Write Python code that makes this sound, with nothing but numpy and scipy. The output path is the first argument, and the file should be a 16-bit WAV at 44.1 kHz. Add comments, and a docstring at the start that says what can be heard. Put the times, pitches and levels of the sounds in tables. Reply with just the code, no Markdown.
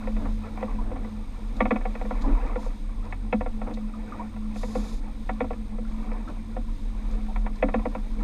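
"""An outboard motor pushes a small fishing boat slowly over a choppy sea.
From the start the motor drones and shakes the hardtop, the wake gurgles, foam hisses and a camera
whines faintly. Waves slap the hull and set off hollow, chattering knocks, hardest from 1.6 to 2.1 s.
Spray hisses at 2.6 s, knocks run again at 3.3 s, and a longer sheet of spray follows at 4.5 s.
Further runs of knocks come at 5.3 and 7.6 s."""
import sys
import numpy as np
from scipy import signal
from scipy.fft import rfft, irfft, next_fast_len
from scipy.io import wavfile
from scipy.ndimage import uniform_filter1d

SR = 44100
rng = np.random.default_rng(int(sys.argv[2]) if len(sys.argv) > 2 else 0)


def store_wav(level_fs):
    """Save 16-bit WAV to argv[1]."""
    pcm = np.round(np.clip(np.atleast_2d(level_fs), -1, 1) * 32767)
    wavfile.write(sys.argv[1], SR, pcm.T.astype(np.int16))


N = 362943
T = np.arange(N) / SR

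# Noise spectra. Each row: frequency in Hz, relative density in dB.
FOAM_SPECTRUM = [(200, 8.5), (900, -1.5), (1550, 3.5), (2300, 6.5), (3000, 1.5), (3750, 8), (4450, 0),
                 (4950, 2), (5700, -4), (6450, -1), (7700, -8), (10500, -11), (15000, -14.5)]
SPRAY_SPECTRUM = [(2000, -20), (3150, -11), (3600, 0), (4400, -4.5), (5000, -2.5), (5750, -9), (6400, -4),
                  (7100, -6), (7800, -13), (10800, -13), (12000, -19), (12800, -22.5), (15000, -29.5)]
DROP_SPECTRUM = [(1500, -18), (3000, -4), (3800, 5.5), (5500, -5.5), (7000, -5), (8200, -14.5),
                 (14000, -26.5)]
WASH_SPECTRUM = [(60, -1), (110, -3), (150, -14.5), (185, -4.5), (235, 6.5), (300, 5), (380, -13),
                 (500, -8.5), (1000, -13.5), (3000, -38.5), (12000, -86)]
WAKE_SPECTRUM = [(300, -25), (400, 9), (480, 0.5), (620, -6), (1000, 4.5), (1330, 0), (1560, -6.5),
                 (1780, -7.5), (2400, -1), (2900, -16), (3800, -23.5), (6000, -39), (14000, -75)]
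CRACK_SPECTRUM = [(200, -11), (450, -6.5), (1200, -4), (1580, -19), (2000, -9.5), (2550, -14),
                  (2850, -26.5), (3700, -26), (4500, -44), (12000, -69)]
RUMBLE_SPECTRUM = [(20, 2), (42, 2), (58, -10), (74, -3), (100, -16), (150, -18), (172, -11), (192, -14),
                   (214, 6), (236, -8), (295, -9), (370, -22), (600, -45), (2000, -80)]
# Level curves. Each row: time in seconds, level in dB.
FOAM_DB = [(0, -58), (.35, -58), (1.0, -60), (2.1, -57.5), (2.75, -59.5), (2.95, -60.5), (6.1, -60),
           (6.8, -59.5), (8.23, -59)]
SHAKE_DB = [(0, -29), (.25, -23.5), (.52, -38), (.8, -26.5), (1.25, -35), (1.6, -28), (2.1, -28),
            (2.37, -18.5), (2.5, -25), (3.05, -31), (3.8, -30.5), (4.22, -41), (4.5, -31), (5.15, -29.5),
            (5.42, -35), (5.8, -28.5), (7.2, -28), (8.23, -30)]
SECOND_ORDER_DB = [(0, -46), (.4, -40), (.7, -47.5), (1.1, -42.5), (1.8, -48.5), (2.3, -47), (2.8, -58),
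                   (3.0, -42.5), (3.2, -41.5), (3.85, -53), (4.35, -43.5), (4.8, -46.5), (5.15, -52),
                   (5.6, -47.5), (6.05, -52), (7.0, -44.5), (7.6, -54), (8.23, -47.5)]
FIFTH_ORDER_DB = [(0, -41.5), (.2, -36.5), (.45, -42), (.8, -39.5), (1.3, -45.5), (1.9, -40.5),
                  (2.8, -53.5), (3.15, -53), (3.55, -39.5), (3.85, -38), (4.1, -42), (4.55, -40.5),
                  (5.2, -45.5), (5.9, -39.5), (6.9, -48), (7.3, -39.5), (7.6, -44.5), (8.23, -44.5)]
# Resonances. Each row: frequency in Hz, relative level in dB, 60 dB decay time in seconds.
SHELL_MODES = [(478, -4, 0.077), (516.2, -3, 0.095), (632.7, -4, 0.06), (744.6, -3.5, 0.09),
               (815, -17.5, 0.097), (948, -9, 0.07), (1037, -13.5, 0.039), (1105, -17.5, 0.081),
               (1146, -14.5, 0.083), (1350, -14, 0.069), (1421, -16, 0.073), (1761, -8.5, 0.058),
               (1936, -6.5, 0.027), (1993, -9.5, 0.041), (2223, -10.5, 0.058), (2290, -13.5, 0.077),
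               (2539, -10.5, 0.049), (3280, -30, 0.048), (3510, -28.5, .03)]
BOOM_MODES = [(75.8, -19, 0.45), (215.6, -5.5, 0.21), (239.4, -9, 0.16), (270, -11, 0.16),
              (317, -15.5, 0.12)]
# Sheets of spray. Each row: start in seconds, length in seconds, level in dB.
SPRAY_SHEETS = [(2.567, 0.097, -58.5), (4.534, 0.435, -54)]
# Drops landing on the boat. Each row: start in seconds, level in dB.
DROP_HITS = [(1.56, -56), (2.21, -52), (2.24, -61), (2.46, -53.5), (3.05, -61), (3.105, -57), (3.737, -55),
             (6.28, -52), (7.11, -49), (7.554, -57)]
# Passing waves. Each row: crest time in seconds, half length in seconds, relative level in dB.
WAVE_SURGES = [(0.02, 0.097, -44), (.67, 0.24, -45), (1.03, 0.21, -55), (1.66, 0.18, -48.5),
               (2.04, 0.54, -52), (2.35, 0.23, -43.5), (2.62, 0.036, -47), (3.05, 0.16, -57),
               (4.12, .15, -44), (4.82, 0.21, -45), (6.12, .22, -44.5), (7.1, 0.15, -50.5),
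               (7.8, 0.31, -56), (8.23, 0.058, -46)]
SOFT_SLAPS = [(0.24, 0.067, -33), (0.91, 0.13, -37.5), (1.59, 0.041, -36), (2.287, 0.06, -28.5),
              (2.488, 0.086, -41.5), (3.69, 0.046, -33), (4.174, .06, -43.5), (6.296, 0.025, -33.5),
              (8.22, 0.037, -39)]
# Large air pockets. Each row: start in seconds, pitch in Hz, relative level in dB.
WAKE_GULPS = [(0.678, 1144, -36), (0.785, 975, -31), (2.241, 992, -27.5), (2.374, 937, -29.5),
              (2.579, 948, -32), (3.936, 1230, -36.5), (4.121, 1200, -29.5), (4.195, 961, -26),
              (5.849, 1368, -43), (6.275, 1314, -34.5), (6.944, 990, -44), (7.283, 759, -33.5),
              (7.815, 1015, -36)]
# Wave blows. Each row: time in seconds, then relative level, hollow lows and treble, all in dB.
HULL_KNOCKS = [(0.073, -30, 2.5, -14), (0.166, -33.5, 2.5, -11), (0.255, -28, -3, -19),
               (0.574, -32, -22, -15), (0.628, -24, 2.5, -17.5), (0.914, -31.5, 4.5, -19),
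               (0.96, -30.5, -4.5, -17), (1.047, -37.5, 0, -9), (1.606, -13, -6, -10),
               (1.655, -20, -1.5, -14), (1.709, -15, 1.5, -7.5), (1.76, -24.5, -6.5, -10.5),
               (1.812, -34.5, -6, -11), (1.854, -24.5, -0.5, -13), (1.953, -31.5, 0.5, -8),
               (2.013, -30.5, 3, -11.5), (2.052, -33, 2.5, -13), (2.109, -20.5, -5.5, -21.5),
               (2.513, -35, -23, -22), (2.558, -25, 1, -15.5), (2.662, -32, 0.5, -27),
               (3.125, -31, -33, -4), (3.328, -16.5, -0.5, -11), (3.409, -26, 2, -13.5),
               (3.461, -25.5, 1, -18.5), (3.616, -28.5, 1, -16.5), (3.673, -33, 3, -19),
               (3.711, -37, 4, -16), (3.772, -39.5, 8.5, -8.5), (4.363, -37, -2.5, -13),
               (4.56, -35, 1, -11), (4.633, -26.5, 0, -15.5), (4.753, -22.5, 4.5, -18),
               (5.293, -18.5, -11, -14.5), (5.406, -19.5, 3.5, -10.5), (5.443, -28, -1, -36),
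               (5.506, -26, 1, -24), (5.532, -35.5, 3, -12), (5.784, -37, 4, -18), (6.117, -36, 5.5, -6),
               (6.566, -27.5, 4, -26), (7.361, -26.5, -20, -14), (7.464, -26, -19, -10),
               (7.627, -17, 3.5, -8), (7.686, -25.5, 0.5, -12.5), (7.742, -16.5, -0.5, -14.5),
               (7.793, -31.5, -1, -17), (7.855, -21, 4.5, -20), (7.951, -23, -1, -20.5)]
# Motor speed under the load of the swell. Each row: time in seconds, firing rate in Hz.
FIRING_HZ = [(0, 43.02), (.85, 43.57), (1.55, 42.88), (2.1, 43.36), (2.6, 42.36), (3.0, 43.32),
             (3.6, 42.95), (4.0, 43.3), (4.4, 42.8), (5.6, 43.57), (6.65, 44.34), (7.1, 42.78),
             (7.55, 42.58), (8.23, 43.3)]
# Weaker motor orders. Each row: multiple of the firing rate, level in dB.
WEAK_ORDERS = [(3, -61), (4, -61), (6, -59.5), (7, -63), (8, -72), (11, -68), (12, -73)]


def undb(db):
    """Decibels to gain."""
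    return 10 ** (np.asarray(db) / 20)


def unit_rms(x):
    """Scale to an rms of 1."""
    return x / np.sqrt(np.mean(x ** 2))


def curve(table):
    """Join (seconds, value) rows by straight lines."""
    return np.interp(T, *np.transpose(table))


def wander(rate_hz):
    """Smooth random drift, spread near 1."""
    step = int(SR / rate_hz)
    levels = rng.standard_normal(2000)
    held = levels[np.arange(N) // step % len(levels)]
    return 1.693 * uniform_filter1d(uniform_filter1d(held, step), step)


def colour(x, spectrum):
    """Filter by (Hz, dB) rows; rms 1."""
    hz, db = np.transpose(spectrum)
    size = next_fast_len(N + 4096)
    bins_hz = np.arange(size // 2 + 1) * SR / size + 1
    gain = undb(np.interp(np.log(bins_hz), np.log(hz), db))
    return unit_rms(irfft(rfft(x, size) * gain, size)[:N])


def noise(spectrum):
    """Coloured noise; rms 1."""
    return colour(rng.standard_normal(N), spectrum)


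def add(out, start_s, sound):
    """Mix in a short sound."""
    i = int(np.clip(start_s * SR, 0, N - 1))
    out[i:i + len(sound)] += sound[:N - i]


def swells(table):
    """Gain of bell-shaped waves; their powers add."""
    bells = (undb(db) * np.exp(-((T - crest_s) / half_s) ** 2) for crest_s, half_s, db in table)
    return np.sqrt(sum(bell ** 2 for bell in bells))


def ring(modes, rise_cycles, detune=0, spread_db=0, tilt=((500, 0), (2000, 0))):
    """Damped panel modes that build up over a few cycles, weighted by a (Hz, dB) tilt."""
    hz, db, t60_s = np.transpose(modes)[:, :, None]
    pitch_draw, level_draw = rng.standard_normal((2, len(modes), 1))
    gain = undb(db + np.interp(hz, *np.transpose(tilt)) + spread_db * level_draw)
    t = T[:SR // 3]
    cycles = hz * (1 + detune * pitch_draw) * t
    envelope = (1 - np.exp(-(cycles / rise_cycles) ** 2)) * np.exp(-np.log(1000) * t / t60_s)
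    sign = (-1) ** np.arange(len(modes))[:, None]
    return np.sum(sign * gain * envelope * np.sin(2 * np.pi * cycles), axis=0)


def bubble(hz, rise_cycles, glide):
    """An air pocket rings, rising in pitch as it nears the surface."""
    age = np.arange(int(6 * rise_cycles * SR / hz)) * hz / SR / rise_cycles
    return np.e * age * np.exp(-age) * np.sin(2 * np.pi * rise_cycles * age * (1 + glide * age))


def camera_whine(pitch_hz=8550, frame_hz=59.94):
    """The camera's electronics sing in one short burst per frame."""
    frames = frame_hz * T
    slip_rad = 1.9 * rng.standard_normal(600)[frames.astype(int)]
    gate = uniform_filter1d(1. * (abs(frames % 1 - .5) < .25), SR // 500)
    return undb(-65) * gate * np.sin(2 * np.pi * pitch_hz * T + slip_rad)


def drops(attack_s=.00099, decay_s=.014, tick_decay_s=.003):
    """Larger drops spatter on the boat among tiny ticks."""
    gain = np.zeros(N)
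    t = T[:SR // 8]
    for start_s, db in DROP_HITS:
        add(gain, start_s, undb(db) * (1 - np.exp(-t / attack_s)) * np.exp(-t / decay_s))
    for when, size in rng.random((60, 2)):
        add(gain, when * N / SR, undb(-68 + 10 * size ** 2) * np.exp(-t / tick_decay_s))
    return gain * undb(4.2 * wander(300)) * noise(DROP_SPECTRUM)


def spray(attack_s=.045, release_s=.04):
    """Foam hisses steadily; sheets of spray rise above it, hold and fall away."""
    sheet_gain = np.zeros(N)
    for start_s, length_s, db in SPRAY_SHEETS:
        corners_s = [0, attack_s, length_s, length_s + release_s]
        sheet_gain += undb(db) * np.interp(T - start_s, corners_s, [0, 1, 1, 0])
    foam = undb(curve(FOAM_DB) + .5 * wander(14)) * noise(FOAM_SPECTRUM)
    return foam + sheet_gain * undb(1.1 * wander(90)) * noise(SPRAY_SPECTRUM)


def hull_wash(floor_db=-57):
    """Water surges dully along the hull and slops against it."""
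    flow = np.hypot(undb(-3) * swells(WAVE_SURGES), undb(floor_db))
    return np.hypot(flow, swells(SOFT_SLAPS)) * noise(WASH_SPECTRUM)


def wake():
    """Propeller and waves churn up bubbles, froth and large gulps; the shell rings along."""
    swarm = np.zeros(N)
    for when, pitch, life, size in rng.random((7000, 4)):
        db = -3 * np.log(1 - size * np.exp(-1 / 50))  # many faint, few loud
        add(swarm, when * N / SR, undb(db) * bubble(430 * 6 ** pitch, 2.3 + 3.24 * life, glide=.012))
    froth = .9 * rng.standard_normal(N)
    water = colour(unit_rms(swarm) + froth, WAKE_SPECTRUM)
    shell = unit_rms(signal.fftconvolve(rng.standard_normal(N), ring(SHELL_MODES, rise_cycles=1.3))[:N])
    surge = swells(WAVE_SURGES) * undb(2.8 * wander(25))
    churn = undb(-54 + 1.6 * wander(22))
    out = np.hypot(surge, churn) * (undb(-1.1) * water + undb(-7) * shell)
    for start_s, hz, db in WAKE_GULPS:
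        add(out, start_s, undb(db - 5) * bubble(hz, rise_cycles=5.2, glide=.002))
        for lag, pitch in rng.random((5, 2)):  # the pocket breaks up
            fragment = bubble(hz * (.7 + .5 * pitch), rise_cycles=4.9, glide=.002)
            add(out, start_s + .025 * lag, undb(db - 14) * fragment)
    return out


def hull_knocks(attack_s=.0032, decay_s=.0087, tail_s=.024):
    """Each wave blow cracks and rings the shell; hard ones make the hull thud and the hardtop boom."""
    out = np.zeros(N)
    crack_noise = noise(CRACK_SPECTRUM)
    t = T[:SR // 3]
    envelope = (1 - np.exp(-t / attack_s)) * (np.exp(-t / decay_s) + .02 * np.exp(-t / tail_s))
    for time_s, db, hollow_db, treble_db in HULL_KNOCKS:
        # Place and softness of the blow weight the low and high modes.
        tilt = [(540, hollow_db + 3), (760, 0), (1300, 0), (1750, treble_db + 7.5)]
        shell = ring(SHELL_MODES, rise_cycles=2.36, detune=.0075, spread_db=3, tilt=tilt)
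        crack = envelope * np.roll(crack_noise, -int(time_s * SR))[:len(t)]
        boom = ring(BOOM_MODES, rise_cycles=4.2, detune=.019, spread_db=3.2)
        force_db = db + .5 * hollow_db
        add(out, time_s - .0025, undb(db + .43 * treble_db - .3) * crack)
        add(out, time_s - .002, undb(db - 1.6) * shell)
        add(out, time_s + .0041, undb(1.56 * force_db + 16) * boom)
    return out


def hardtop_shake(sway_hz=30.44, twist_hz=38.15, twist_db=-3.5):
    """The frame's two lowest resonances beat in uneven throbs."""
    sway = np.sin(2 * np.pi * np.cumsum(sway_hz + 3.5 * wander(16)) / SR)
    twist = np.sin(2 * np.pi * np.cumsum(twist_hz + 2.5 * wander(12)) / SR)
    return undb(curve(SHAKE_DB) + 1.2 * wander(13)) * unit_rms(sway + undb(twist_db) * twist)


def motor(rumble_db=-41):
    """Firing orders drone, the fifth booming at a panel resonance; uneven firings stir a rumble."""
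    phase = 2 * np.pi * np.cumsum(curve(FIRING_HZ)) / SR
    drone = undb(curve(SECOND_ORDER_DB) + wander(7.4)) * np.sin(2 * phase + .08 * wander(10))
    throb = 1 + .7 * np.tanh(wander(26))
    drone += undb(curve(FIFTH_ORDER_DB)) * throb * np.sin(5 * phase + .3 * wander(22))
    for order, db in WEAK_ORDERS:
        drone += undb(db + 2.5 * wander(9)) * np.sin(order * phase + .7 * wander(10))
    return np.sqrt(2) * drone + undb(rumble_db) * noise(RUMBLE_SPECTRUM)


def scene():
    """Mono mix, heard under the hardtop."""
    boat = motor() + hardtop_shake() + hull_knocks()
    return (boat + wake() + hull_wash() + spray() + drops() + camera_whine())[None]


def record(dry):
    """Steep low-pass."""
    cutoff_hz = 15100
    return signal.sosfilt(signal.ellip(10, .2, 80, cutoff_hz, fs=SR, output="sos"), dry)


dry = scene()
out = record(dry)
store_wav(out)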